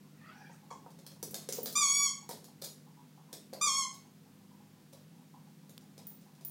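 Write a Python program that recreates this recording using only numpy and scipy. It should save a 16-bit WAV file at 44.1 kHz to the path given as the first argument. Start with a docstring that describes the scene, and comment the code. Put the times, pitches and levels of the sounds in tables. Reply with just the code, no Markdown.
"""A small dog with a squeaky rubber ball on a wooden floor; hum, hiss and a faint burble lie behind it all.
First a trouser leg zips, rib against rib, ahead of a light kick; the boards thump and the reed squeaks briefly.
From about 1 s claws tick and skid, blows ring the boards and the collar tag tinkles; bites at 1.8 s and 3.6 s
make the reed squeak with the jaw's pressure. Sparse claws follow, then one dry click close to the microphone,
more light steps and two last tinkles. Toy, dog and leg are heard in a briefly ringing room."""
import sys
import numpy as np
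from scipy import signal
from scipy.fft import rfft, irfft, next_fast_len
from scipy.io import wavfile

SR = 44100
rng = np.random.default_rng(int(sys.argv[2]) if len(sys.argv) > 2 else 0)


def master_out(mix):
    """Clip the mix to full scale and print it as 16-bit PCM to the path in sys.argv[1]."""
    frames = np.transpose(np.atleast_2d(mix))
    ceiling = np.clip(frames, -1, 1)
    pcm = np.round(ceiling * 32767).astype(np.int16)
    wavfile.write(sys.argv[1], SR, pcm)


N = 286958
TIME = np.arange(N) / SR

# Room: decay time per band: pitch_hz, t60_s
ROOM_DECAY = [(200, 0.81), (800, 0.29), (2000, 0.41), (6000, 0.36), (10000, 0.34), (15000, 0.28)]
# Near reflections from floor, walls and ceiling: delay_s, gain (before each source's own share)
REFLECTIONS = [(.0023, 0.082), (.0061, 0.12), (0.0094, .35), (0.0144, 0.05)]
# Background hiss, relative colour: pitch_hz, level_db
HISS_COLOUR = [(25, -50), (45, -2.5), (70, -10.5), (150, 15), (300, 8), (600, -0.5), (1300, -4),
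               (2500, -6.5), (5000, -7.5), (10000, -11.5), (15500, -12)]
# Steady motor lines of the appliance: pitch_hz, level_db (rms, about which it wavers)
MOTOR_LINES = [(150, -63.5), (200, -64.5)]
# Low resonances of the appliance's rumble: pitch_hz, width_hz, level_db (rms)
RUMBLE_BANDS = [(107.1, 4.3, -75.5), (150.2, 7.4, -75), (166.7, 8.4, -65), (241.8, 36, -66.5),
                (289.6, 40, -74.5), (371, 62, -77.5), (495.7, 42, -80)]
# Click close to the microphone, relative colour: pitch_hz, level_db
CLICK_COLOUR = [(300, -29), (2500, -24), (3800, -1), (7000, -14), (10000, -18), (15500, -15)]
# Leg movement: time_s, ribs_per_s, level_db
LEG_SWISH = [(0.081, 740, -90), (0.15, 670, -80), (0.22, 610, -67.5), (0.31, 680, -59), (0.37, 816, -68.5),
             (0.432, 820, -61), (0.50, 760, -68.5), (0.57, 1740, -76)]
# What the cloth gives off, relative colour: pitch_hz, level_db
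CLOTH_COLOUR = [(500, -20), (820, 4.5), (1350, 5.5), (2100, 4), (2700, -6), (4000, -17), (7000, 4)]
# Jolts of the collar tag: start_s, level_db
TAG_JOLTS = [(1.55, -47.5), (1.631, -41), (6.069, -47), (6.449, -41.5)]
# Ringing modes of the tag: pitch_hz, level_db (relative to the touch), t60_s
TAG_MODES = [(6650, -47, 0.27), (8170, -23.5, 0.5), (10300, -10.5, 0.16), (14690, -17, .08),
             (14740, 9, 0.068)]
# Blows of paws and ball on the boards: start_s, level_db, knock_hz
FLOOR_BLOWS = [(0.495, -43.5, 837), (0.712, -41, 870), (0.863, -45, 810), (1.230, -42.5, 452),
               (1.335, -46, 507), (1.488, -33.5, 450), (1.585, -32, 438), (1.658, -46, 480),
               (2.293, -39, 700), (2.308, -38, 760), (2.614, -60, 690), (3.333, -46.5, 437),
               (3.529, -40, 636), (3.667, -45, 690)]
# Ringing modes of the boards: pitch_hz, level_db (relative to the blow), t60_s
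BOARD_MODES = [(245, 4.5, 0.14), (360, -8, 0.046), (422, -6, 0.042), (506, 2, 0.013), (566, -7, 0.074),
               (738, -3.5, 0.021), (887, -3.5, 0.028), (1022, -17, 0.083), (1555, 8.5, 0.0084)]
# Single claws on the boards: start_s, level_db, treble_tilt_db_per_octave, scrape_share
CLAW_TICKS = [(1.065, -34.5, 2, 0), (1.228, -25, 4.5, 0), (1.309, -34, 12, .1), (1.344, -28.5, 1.5, 0),
              (1.489, -26, 2.5, 0), (1.525, -29, 3.5, 0.12), (1.659, -31, 1.5, 0.63), (1.726, -44, 7, 0.86),
              (2.291, -36, 1.5, 0.45), (2.311, -38.5, 1.5, 0.65), (2.443, -42, 2, 0.28),
              (2.617, -40.5, 2, 0.63), (2.639, -39, 3, 0.53), (3.328, -39.5, 2, 0.72),
              (3.531, -46.5, -1, .95), (3.939, -50.5, 3, 0.86), (4.928, -52.5, 0, 0.62),
              (5.693, -56.5, 2.5, 0.76), (6.410, -49, 0, 0.13)]
# Colour common to all claws, relative, before the tilt: pitch_hz, level_db
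CLAW_SPECTRUM = [(80, -78), (500, 14.5), (1000, -3.5), (1700, -7), (2800, -10), (4300, 1), (7000, -3),
                 (10000, -4), (15500, -9.5)]
# Stretches of trotting with light steps: start_s, end_s, level_db (middle of the spread)
TROT_SPANS = [(0.874, 1.2, -56.5), (1.429, 1.72, -49), (5.833, 6.5, -59.5)]
# What the squeaker's tube lets out: pitch_hz, level_db (relative)
TUBE_RESPONSE = [(1100, -1.5), (2250, -11), (3400, -9.5), (4500, -8.5), (5600, -4), (6100, -3), (6650, 1.5),
                 (7250, -4), (7900, -8), (9000, -12), (11200, -20.5), (13500, -31.5), (16000, -37)]
# Squeezes of the ball, a light kick then two bites: start_s, length_s, release_s, held_pitch_hz,
# snap_s (peak of the first snap after the start), snap_rise_hz, push_s (peak of the second push
# after the start), push_width_s, held_level_db, brightness_db, held_roughness
BALL_SQUEEZES = [(0.703, 0.057, 0.051, 1039, 0.007, 54.5, 0.006, 0.0091, -48.5, -8, 1.08),
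                 (1.753, 0.34, 0.046, 1107, .03, 106.6, .25, 0.092, -30, 0, 0.14),
                 (3.611, .25, .066, 1082, .023, 131.7, .172, 0.0267, -29.5, -4, 0)]

HISS_RMS_DB = -64
BLIPS_PER_S, BLIP_T60_S, BLIP_SPREAD_DB = 6.9, 0.038, -0.5
CLICK_START_S, CLICK_LEVEL_DB = 5.779, -38
TAG_SWING_S, TAG_SWING_LOSS_DB = 0.035, 10   # mean wait and loss from touch to touch
TAG_CLICK_DB, TAG_CLICK_DECAY_S, TAG_CLICK_LOW_CUT_HZ = -3, 0.0063, 6000
STEPS_PER_S, STEP_SPREAD_DB, STEP_TILT_DB_PER_OCTAVE, STEP_SCRAPE_SHARE = 8, 6.5, 0.5, 0.4
SNAP_WIDTH_S, PUSH_RISE_HZ, RELEASE_DROOP_HZ = 0.037, 29.04, 55
EDGE_S, RELEASE_FADE_DB, RELEASE_BRIGHT_DB = 0.004, 14.5, 9
LOUDER_DB_PER_HZ, BRIGHTER_DB_PER_HZ = 0.04, 0.0057   # per Hz of pitch rise
SAG_S, SAG_WIDTH_S = 0.054, 0.078   # the reed flaps raggedly while the first snap sags
SAG_ROUGHNESS, RELEASE_ROUGHNESS = 0.48, 0.81   # added to the held roughness
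WEAK_BLOW_DB = -53
TOP_CUTOFF_HZ = 16000


def from_db(db):
    """Turn decibels into a gain."""
    return 10 ** (np.asarray(db) / 20)


def rms_one(x):
    """Scale a sound to an rms of 1."""
    return x / np.sqrt(np.mean(x ** 2) + 1e-20)


def at_hz(points, hz):
    """Read a table on a log-frequency axis."""
    freqs, values = np.transpose(points)
    return np.interp(np.log(np.maximum(hz, 1)), np.log(freqs), values)


def add(out, start_s, sound):
    """Mix a short sound in at its start."""
    at = int(start_s * SR)
    out[at:at + len(sound)] += sound[:N - at]


def drift(points_per_s):
    """Straight lines between random points of spread 1: an unsteady hand."""
    points = rng.standard_normal(N // 8)
    return np.interp(TIME * points_per_s, np.arange(len(points)), points)


def swell(t, centre_s, width_s):
    """A smooth rise and fall of height 1."""
    return np.exp(-((t - centre_s) / width_s) ** 2)


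def filtered(x, hz, kind):
    """Second-order Butterworth filter: "low", "high" or "band"."""
    return signal.sosfilt(signal.butter(2, hz, kind, fs=SR, output="sos"), x)


def coloured(x, spectrum):
    """Give a noise the spectrum of a table."""
    size = next_fast_len(len(x))
    gains = from_db(at_hz(spectrum, np.fft.rfftfreq(size, 1 / SR)))
    return irfft(rfft(x, size) * gains, size)[:len(x)]


def ring(x, hz, t60):
    """A two-pole resonance: a unit click sets a sine of height 1 ringing, which dies by 60 dB in t60."""
    radius = np.exp(-np.log(1000) / (t60 * SR))
    turn = 2 * np.pi * hz / SR
    return signal.lfilter([0, np.sin(turn)], [1, -2 * radius * np.cos(turn), radius ** 2], x + 1e-18)


def room_tail(build_s):
    """Diffuse echoes that build up and then die band by band; unit energy."""
    t = TIME[:SR * 3 // 4]
    white = rfft(rng.standard_normal(len(t)))
    hz = np.fft.rfftfreq(len(t), 1 / SR)
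    edges = np.geomspace(60, SR / 2, 12)
    tail = np.zeros(len(t))
    for low, high in zip(edges, edges[1:]):
        band = irfft(white * (hz >= low) * (hz < high), len(t))
        t60 = at_hz(ROOM_DECAY, np.sqrt(low * high))
        tail += band * np.exp(-np.log(1000) * t / t60)
    tail *= 1 - np.exp(-t / build_s)
    return tail / np.linalg.norm(tail)


def room(x, wet_db, early):
    """Direct sound, a few near reflections and the tail, together of unit energy."""
    response = from_db(wet_db) * room_tail(build_s=0.0009)
    response[0] += 1
    for delay_s, gain in REFLECTIONS:
        response[int(delay_s * SR)] += early * gain
    return signal.fftconvolve(x, response / np.linalg.norm(response))[:N]


def hiss():
    """Steady coloured noise behind everything."""
    return from_db(HISS_RMS_DB) * rms_one(coloured(rng.standard_normal(N), HISS_COLOUR))


def appliance(waver_db):
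    """An appliance hums: wavering motor lines and a rumble that gathers in low resonances."""
    out = np.zeros(N)
    for hz, level_db in MOTOR_LINES:
        height = np.sqrt(2) * from_db(level_db + waver_db * drift(4.2))
        out += height * np.sin(2 * np.pi * (hz * TIME + rng.random()))
    for hz, width_hz, level_db in RUMBLE_BANDS:
        noise = rng.standard_normal(N + SR)
        band = filtered(noise, [hz - width_hz / 2, hz + width_hz / 2], "band")
        out += from_db(level_db) * rms_one(band[SR:])   # skip the filter's first second
    return out


def burble(low_hz, high_hz, level_db):
    """Soft, hollow blips of changing pitch: uneven clicks excite resonances in random proportions."""
    sizes = np.zeros(N)
    for k, (late, strength) in enumerate(rng.standard_normal((100, 2))):
        at = int(abs(k + 0.25 * late) / BLIPS_PER_S * SR)
        sizes[at:at + 1] = from_db(BLIP_SPREAD_DB * strength)
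    blips = np.zeros(N)
    for hz in np.geomspace(low_hz, high_hz, 9):
        blips += ring(sizes * rng.standard_normal(N), hz, BLIP_T60_S)
    blips = filtered(blips, [low_hz, high_hz], "band")
    return from_db(level_db) * rms_one(room(blips, wet_db=7.5, early=1.0))


def near_click(decay_s):
    """One small dry click close to the microphone: a burst of noise that dies at once."""
    out, t = np.zeros(N), TIME[:SR // 50]
    burst = rms_one(coloured(rng.standard_normal(len(t)), CLICK_COLOUR))
    add(out, CLICK_START_S, from_db(CLICK_LEVEL_DB) * burst * np.exp(-t / decay_s))
    return out


def swish(slip):
    """Ribbed cloth rubs on cloth: an unsteady zip whose pitch follows the speed of the leg."""
    time_s, ribs_per_s, level_db = np.transpose(LEG_SWISH)
    rate = np.interp(TIME, time_s, ribs_per_s)
    phase = 2 * np.pi * np.cumsum(rate * (1 + slip * drift(900))) / SR
    zipping = np.zeros(N)
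    for order in range(1, 8):
        gain = from_db(at_hz(CLOTH_COLOUR, order * rate))
        zipping += gain * drift(129.7) * np.sin(order * phase)
    moving = (TIME > time_s[0]) * (TIME < time_s[-1])
    return from_db(np.interp(TIME, time_s, level_db)) * moving * zipping


def collar_tag():
    """Each jolt makes a small metal disc touch, swing back and touch twice more; it clicks and rings very high."""
    touches = np.zeros(N)
    for start_s, level_db in TAG_JOLTS:
        for k, uneven in enumerate(rng.uniform(0.8, 1.2, 3)):
            at = int((start_s + k * TAG_SWING_S * uneven) * SR)
            touches[at:at + 1] = from_db(level_db - k * TAG_SWING_LOSS_DB)
    t = TIME[:SR // 20]
    burst = rng.standard_normal(len(t)) * np.exp(-t / TAG_CLICK_DECAY_S)
    click = filtered(burst, TAG_CLICK_LOW_CUT_HZ, "high")
    rings = sum(from_db(level_db) * ring(touches, hz, t60) for hz, level_db, t60 in TAG_MODES)
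    return rings + from_db(TAG_CLICK_DB) * signal.fftconvolve(touches, click)[:N]


def thumps(focus_db, contact_hz):
    """Soft blows of paws and ball ring the boards; each wakes mostly the modes near its own pitch."""
    start_s, blow_db, knock_hz = np.transpose(FLOOR_BLOWS)
    out = np.zeros(N)
    for hz, mode_db, t60 in BOARD_MODES:
        distance_loss_db = focus_db * np.log2(hz / knock_hz) ** 2
        strength_db = blow_db + mode_db - distance_loss_db + rng.normal(0, 3.0, len(start_s))
        blows = np.zeros(N)
        blows[(start_s * SR).astype(int)] = from_db(strength_db) * rng.choice([-1, 1], len(start_s))
        out += ring(blows, hz, t60)
    return filtered(out, contact_hz, "low")   # a soft contact gives little treble


def light_steps():
    """Faint, unevenly timed claw ticks while the dog trots: rows like those of CLAW_TICKS."""
    steps = []
    for start_s, end_s, level_db in TROT_SPANS:
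        chance = rng.standard_normal((20, 2))
        for step_s, (late, hard) in zip(np.arange(start_s, end_s, 1 / STEPS_PER_S), chance):
            at_s = step_s + 0.18 * late / STEPS_PER_S
            step_db = level_db + STEP_SPREAD_DB * hard
            if at_s < TIME[-1]:
                steps.append((at_s, step_db, STEP_TILT_DB_PER_OCTAVE, STEP_SCRAPE_SHARE))
    return steps


def claws(tick_s, scrape_s, scrape_db, catch_db):
    """Each claw gives a hard tick and skids on in a short grainy scrape that catches unevenly."""
    out, t = np.zeros(N), TIME[:SR // 10]
    for start_s, level_db, tilt_db, scrape_share in CLAW_TICKS + light_steps():
        colour = [(hz, db + tilt_db * np.log2(hz)) for hz, db in CLAW_SPECTRUM]
        grit = rng.standard_normal(len(t)) * rng.exponential(1, len(t))
        catches = from_db(catch_db * drift(400)[:len(t)])
        tick = np.exp(-t / tick_s)
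        scrape = scrape_share * from_db(scrape_db) * catches * np.exp(-t / scrape_s)
        add(out, start_s, from_db(level_db) * rms_one(coloured(grit, colour)) * (tick + scrape))
    return filtered(out, 250, "high")


def squeak(squeeze, jitter, flutter_db, air_db):
    """The reed chops escaping air into a buzz; pitch, level and brightness follow snap, sag, push and release."""
    (start_s, length_s, release_s, held_hz, snap_s, snap_hz, push_s, push_width_s,
     held_db, colour_db, held_roughness) = squeeze
    t = TIME[:int(length_s * SR)]
    count = len(t)
    rise_hz = snap_hz * swell(t, snap_s, SNAP_WIDTH_S) + PUSH_RISE_HZ * swell(t, push_s, push_width_s)
    release = np.clip(1 - (length_s - t) / release_s, 0, 1)   # 0 while held, 1 when the air has run out
    rough = held_roughness + SAG_ROUGHNESS * swell(t, SAG_S, SAG_WIDTH_S)
    rough = rough + RELEASE_ROUGHNESS * np.sqrt(release)
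    level_db = held_db + LOUDER_DB_PER_HZ * rise_hz - RELEASE_FADE_DB * release
    bright_db = colour_db + BRIGHTER_DB_PER_HZ * rise_hz + RELEASE_BRIGHT_DB * release

    pitch = held_hz + rise_hz - RELEASE_DROOP_HZ * release
    pitch = pitch * (1 + jitter * rough * drift(700)[:count])
    phase = 2 * np.pi * np.cumsum(pitch) / SR
    orders = np.arange(1, 15)[:, None]
    # the tube favours some overtones
    gains = from_db(at_hz(TUBE_RESPONSE, orders * pitch) + bright_db * (orders > 1))
    # a feeble puff barely closes the reed: few overtones
    gains = gains / (1 + (orders * from_db(WEAK_BLOW_DB - level_db) / 2) ** 4)
    buzz = np.sum(gains * np.sin(orders * phase), axis=0)

    # air rushes out while the reed is open
    rush = coloured(rng.standard_normal(count), TUBE_RESPONSE) * (1 + np.cos(phase))
    air = filtered(rms_one(rush), 5000, "high")
    edges = np.clip(np.minimum(t, length_s - t) / EDGE_S, 0, 1)
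    loudness = from_db(level_db + flutter_db * rough * drift(150)[:count])
    out = np.zeros(N)
    add(out, start_s, edges * loudness * (buzz + from_db(air_db) * rough * air))
    return out


def scene():
    """Leg, dog and toy sound in the same room, over a steady background."""
    background = hiss() + appliance(waver_db=2.0) + burble(low_hz=752, high_hz=1120, level_db=-72.5)
    click = near_click(decay_s=0.00088)
    cloth = from_db(1.5) * room(swish(slip=0.06), wet_db=-1, early=1.0)
    tag = from_db(2.5) * room(collar_tag(), wet_db=0, early=0.22)
    knocks = from_db(3.0) * room(thumps(focus_db=20.5, contact_hz=1830), wet_db=0.0, early=0.46)
    knocks = filtered(knocks, 170, "high")   # light blows move little air in the bass
    ticks = claws(tick_s=0.0025, scrape_s=0.011, scrape_db=1, catch_db=8.0)
    ticks = from_db(-1.5) * room(ticks, wet_db=2.5, early=1.0)
    toy = sum(squeak(squeeze, jitter=0.013, flutter_db=4.0, air_db=-17.5) for squeeze in BALL_SQUEEZES)
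    toy = from_db(-0.1) * room(toy, wet_db=-0.5, early=0.37)
    return (background + click + cloth + tag + knocks + ticks + toy)[None]


def record(dry):
    """A steep elliptic low-pass cuts off the top."""
    return signal.sosfilt(signal.ellip(10, 0.1, 70, TOP_CUTOFF_HZ, fs=SR, output="sos"), dry)


dry = scene()
out = record(dry)
master_out(out)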